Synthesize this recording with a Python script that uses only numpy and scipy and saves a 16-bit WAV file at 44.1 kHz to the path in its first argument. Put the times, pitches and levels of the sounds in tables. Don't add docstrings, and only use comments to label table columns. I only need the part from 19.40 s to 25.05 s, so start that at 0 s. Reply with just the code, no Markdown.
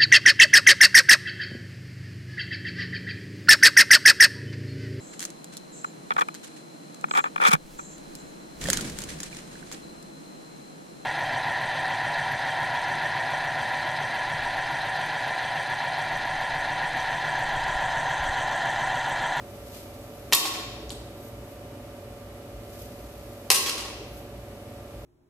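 import sys
import numpy as np
from scipy import signal
from scipy.fft import rfft, irfft
from scipy.io import wavfile
from scipy.ndimage import uniform_filter1d

SR = 44100
rng = np.random.default_rng(int(sys.argv[2]) if len(sys.argv) > 2 else 0)


def to_wav(sig):
    pcm = np.clip(np.atleast_2d(sig), -1, 1) * 32767
    pcm = np.round(pcm).astype(np.int16)
    wavfile.write(sys.argv[1], SR, pcm.T)


N = 249165
TIME = np.arange(N) / SR
HZ = np.fft.rfftfreq(N, 1 / SR)

# frequency in Hz, likeness from -1 to 1.
STEREO_LIKENESS = [(60, .999), (290, .97), (640, 0.9), (1410, 0.32), (3090, -0.37), (6800, 0.093),
                   (15000, 0.016)]
# start in seconds, relative rattle level in dB,
# first flight time in seconds, relative level of the first bounce in dB.
BARBELL_DROPS = [(0.925, -21, 0.129, -17), (4.102, -10, 0.168, -16.5)]


def gain_of(db):
    return 10 ** (np.asarray(db) / 20)


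def evened(x):
    return x / np.sqrt(np.mean(x ** 2) + 1e-20)


def read(points, hz):
    f, value = np.transpose(points)
    return np.interp(np.log(hz + 1), np.log(f + 1), value)


def add(mix, start, sound):
    part = mix[:, round(start * SR):][:, :sound.shape[1]]
    part += sound[:, :part.shape[1]]


def drift(rate_hz):
    return evened(irfft(rfft(rng.standard_normal(N)) * np.exp(-(HZ / rate_hz) ** 2), N))


def diffuse_noise():
    alike = read(STEREO_LIKENESS, HZ)
    mid, side = rfft(rng.standard_normal((2, N))) * np.sqrt([(1 + alike) / 2, (1 - alike) / 2])
    return irfft([mid + side, mid - side], N)


def burst(colour_db, decay_s, spread, size=4096):
    hz = abs(np.fft.fftfreq(size, 1 / SR))
    log_gain = np.log(gain_of(np.maximum(colour_db(hz), -60)))
    body = np.fft.ifft(np.exp(np.conj(signal.hilbert(log_gain)))).real
    mid, side = rng.standard_normal((2, size)) * np.exp(-TIME[:size] / decay_s)
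    side = spread * signal.sosfilt(signal.butter(1, 1800, "high", fs=SR, output="sos"), side)
    sound = signal.fftconvolve([mid + side, mid - side], body[None], axes=1)[:, :size]
    return sound / np.sqrt(np.sum(sound ** 2) / 2)


def machine_tone(hz, db, slip_turns, waver_db=0.5, right_db=3.5):
    right_lag = np.arccos(read(STEREO_LIKENESS, hz)) * np.array([[0], [.5]])
    lean_db = right_db * min(hz / 600, 1) ** 2 * np.array([[-.5], [.5]])
    level = np.sqrt(2) * gain_of(db + lean_db + waver_db * drift(rate_hz=1))
    return level * np.sin(2 * np.pi * (hz * TIME + slip_turns) + right_lag)


def ventilation(air_db=-45, shaft_hz=21.623, slip_hz=1.44):
    # frequency in Hz, relative level in dB.
    air_colour = [(20, -20), (45, 0.5), (110, 1.5), (160, -2), (260, 2.5), (430, 0), (600, -7.5), (750, -7),
                  (900, -10), (1600, -15), (2600, -16.5), (3500, -19.5), (8000, -25.5), (14000, -22.5)]
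    # multiple of the shaft speed, level in dB.
    fan_tones = [(24, -63.5), (26, -50), (27, -56), (28, -56), (30, -66), (55, -65), (62, -70)]
    # frequency in Hz, level in dB.
    hum_tones = [(49, -70), (57.8, -61), (98.7, -51.5), (117, -58), (119.7, -54.5), (239.5, -59),
                 (442.3, -59.5), (699.5, -61.5), (725.6, -60), (2401, -76), (2939, -74), (7870, -78.5),
                 (11810, -84)]
    air = evened(irfft(rfft(diffuse_noise()) * gain_of(read(air_colour, HZ)), N))
    shaft_slip = rng.random() + 0.0062 * drift(slip_hz)
    fan = sum(machine_tone(multiple * shaft_hz, db, multiple * shaft_slip) for multiple, db in fan_tones)
    hum = sum(machine_tone(hz, db, rng.random() + 0.095 * drift(slip_hz)) for hz, db in hum_tones)
    return gain_of(air_db) * air + fan + hum


def rumble(centre_hz=57, width_hz=9):
    # time in seconds, level in dB.
    swells = [(0, -53), (1.0, -58), (1.3, -44.5), (1.6, -46), (1.9, -53.5), (2.9, -56), (3.1, -48.5),
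              (3.7, -47), (4.15, -55), (4.5, -45.5), (5.0, -53), (5.65, -46)]
    boom = irfft(rfft(rng.standard_normal(N)) * np.exp(-((HZ - centre_hz) / width_hz) ** 2), N)
    return gain_of(np.interp(TIME, *np.transpose(swells))) * evened(boom)


def clothes(bend_db=-54, bend_s=0.93, ease_s=0.11, brush_s=0.041, grain_db=1.5):
    # frequency in Hz, relative level in dB.
    cloth_colour = [(500, -26), (2500, -5), (5000, -3.5), (9000, -6.5), (13500, -0.5)]
    # loudest moment in seconds, level in dB, brightness in dB per octave.
    brushes = [(0.365, -49, -2.5), (1.85, -46, 5), (2.109, -53, 3), (3.41, -50, 0), (4.77, -47.5, 4)]
    fibres = rfft(diffuse_noise() * gain_of(grain_db * drift(rate_hz=90)))
    octaves = np.log2(np.maximum(HZ, 2000) / 4000)

    def rub(brightness):
        return evened(irfft(fibres * gain_of(read(cloth_colour, HZ) + brightness * octaves), N))

    bending = sum(np.clip((TIME - s + bend_s) / ease_s, 0, 1) * (TIME < s) for s, *_ in BARBELL_DROPS)
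    swishes = sum(gain_of(db) / np.cosh((TIME - s) / brush_s) * rub(bright) for s, db, bright in brushes)
    return gain_of(bend_db) * bending * rub(0) + swishes


def platform(knock_db=11):
    # start in seconds, relative level in dB.
    knocks = [(0.918, -20), (0.925, -16.5), (1.504, -26), (4.102, -16.5)]
    # frequency in Hz, relative level in dB.
    wood_colour = [(60, -31), (180, -17.5), (330, 18.5), (480, -7.5), (700, 6), (1300, -0.5), (3000, -7),
                   (9000, -10.5)]
    out = np.zeros((2, N))
    for start, db in knocks:
        knock = burst(lambda hz: read(wood_colour, hz), decay_s=0.035, spread=0.25)
        add(out, start, gain_of(db + knock_db) * knock)
    return out


def steel_ring(landing, tilt_db_per_octave=0.1):
    # frequency in Hz, relative level in dB
    # in the first landing, the same in the second, seconds to fade by 60 dB.
    steel_tones = [(960, -17, -15, .15), (1008, -13, -16, .25), (1037, -9, -9, .25), (1095, 2, -4, .35),
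                   (1113, -6, -6, .22), (1300, -14, -6, .15), (1605, -21, -9, .18), (1900, -18, -8, .22),
                   (2560, -8, -4, .14), (2790, -10, -5, .14), (2857, -18, -2, .22), (3235, -9, -17, .2),
                   (3996, -17, -2, .22), (4241, -9, -4, .2), (4510, -12, -6, .16), (4858, -14, -10, .18),
                   (5293, -15, -4, .16), (5826, -9, 2, .18), (6268, -10, -1, .28), (6755, -12, -6, .3),
                   (7779, -15, -4, .2), (8355, -6, -9, .24), (8814, -22, -3, .18), (8840, -16, 3, .25),
                   (9975, -16, -11, .28), (10445, -17, -2, .22), (10680, -9, -12, .14),
                   (11705, -6, -5, .11), (12380, -20, -8, .1), (13550, -20, -10, .09)]
    t = TIME[:SR // 2]
    out = np.zeros((2, len(t)))
    for hz, *levels_db, fade_s in steel_tones:
        stereo_slip = min(hz / 6000, .7) * rng.standard_normal((2, 1))
        phase = rng.uniform(0, 2 * np.pi) + stereo_slip
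        tone = gain_of(-60 * t / fade_s) * np.sin(2 * np.pi * hz * t + phase)
        level = gain_of(levels_db[landing] + tilt_db_per_octave * np.log2(hz / 4000))
        out += level * tone / np.linalg.norm(tone[0])
    return out


def clash(mix, start, db, brightness, decay_s, ring_db):
    # frequency in Hz, relative level in dB.
    clash_colour = [(60, -23.5), (200, -14), (330, -5.5), (600, -10.5), (850, -1), (1150, 3), (1550, -5.5),
                    (2000, -0.5), (2600, 4), (5000, 4.5), (7500, -0.5), (9400, -4), (11000, -1),
                    (13800, -4), (16000, -49)]
    colour = lambda hz: read(clash_colour, hz) + brightness * np.log2(np.maximum(hz, 800) / 4000)
    add(mix, start, gain_of(db) * burst(colour, decay_s, spread=0.32))
    add(mix, start, gain_of(db + ring_db) * steel_ring(landing=int(start > TIME[-1] / 2)))


def barbell(level_db=19, rattle_lag_s=.043, bounces=4, flight_kept=.65, loss_db=6.5):
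    # start in seconds, relative level in dB, brightness in dB per octave.
    plate_hits = [(0.9244, -8, -3.5), (0.9307, -5.5, 1), (0.934, -3.5, -1), (0.9482, -8.5, 10),
                  (1.053, -22, -8), (4.1022, -1, -1), (4.1146, -6, 1.5), (4.126, -13, 9), (4.159, -14.5, 1),
                  (4.262, -20.5, -2.5), (4.2943, -17.5, -1), (4.407, -33, 2)]
    out = np.zeros((2, N))
    for start, db, brightness in plate_hits:
        clash(out, start, db, brightness, decay_s=0.0052, ring_db=-17)
    for start, rattle_db, flight_s, bounce_db in BARBELL_DROPS:
        clash(out, start + rattle_lag_s, rattle_db, brightness=4.5, decay_s=.026, ring_db=-11.5)
        bounce_times = start + np.cumsum(flight_s * flight_kept ** np.arange(bounces))
        for k, s in enumerate(bounce_times):
            clash(out, s, bounce_db - k * loss_db, brightness=-1.33 * (k + 1), decay_s=.03, ring_db=-17.5)
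    return gain_of(level_db) * out


def hall(sound, tail_db=-3, early_db=-7, early_fade_s=0.15, build_up_s=0.0013):
    # frequency in Hz, seconds to fade by 60 dB.
    fade_times = [(200, 3.6), (1000, 0.92), (2500, 1.05), (4500, 0.92), (7500, 0.72), (11000, 0.52),
                  (14000, 0.56)]
    hz, t, spectrum = signal.stft(diffuse_noise()[:, :SR * 3 // 2], SR, nperseg=256)
    fading = gain_of(-60 * t / read(fade_times, hz)[:, None])
    tail = signal.istft(spectrum * fading, SR, nperseg=256)[1]
    t = np.arange(tail.shape[1]) / SR
    tail *= 1 - np.exp(-t / build_up_s)
    early = diffuse_noise()[:, :len(t)] * gain_of(-60 * t / early_fade_s) * (t > .002)
    echoes = gain_of(tail_db) * tail / np.linalg.norm(tail[0])
    echoes += gain_of(early_db) * early / np.linalg.norm(early[0])
    return signal.fftconvolve(sound, echoes, axes=1)[:, :N]


def lift_clicks(click_db=7, steepness_db=55):
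    # start in seconds, relative level in dB, pitch in Hz, decay in seconds.
    contacts = [(1.4943, -25.5, 5500, 0.0006), (1.5040, -19.5, 3600, .0007), (1.5050, -25, 9200, 0.0014),
                (1.5173, -26.5, 7600, .005)]
    out = np.zeros((2, N))
    for start, db, centre_hz, decay_s in contacts:
        colour = lambda hz: -steepness_db * np.log2((hz + 1) / centre_hz) ** 2
        add(out, start, gain_of(db + click_db) * burst(colour, decay_s, spread=0.17))
    return out


def scene(click_echo_db=1):
    landings = barbell() + platform()
    clicks = lift_clicks()
    echo = hall(landings + gain_of(click_echo_db) * clicks)
    return landings + clicks + echo + clothes() + ventilation() + rumble()


def record(dry, threshold_db=-30, squeeze=0.21, fall_db_per_s=45, ceiling=.95, cutoff_hz=14330):
    power = uniform_filter1d((dry ** 2).mean(0), size=300)
    power_db = 10 * np.log10(abs(power) + 1e-12)
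    fall_db = TIME * fall_db_per_s
    held_db = np.maximum.accumulate(power_db + fall_db) - fall_db
    over_db = np.maximum(held_db - threshold_db, 0)
    ducked = dry / gain_of(squeeze * uniform_filter1d(over_db, size=100))
    rounded = ducked / (1 + (ducked / ceiling) ** 4) ** .25
    low_pass = signal.firwin(511, cutoff_hz, window=("kaiser", 9), fs=SR)
    return signal.oaconvolve(rounded, low_pass[None], "same", axes=1)


dry = scene()
out = record(dry)
to_wav(out)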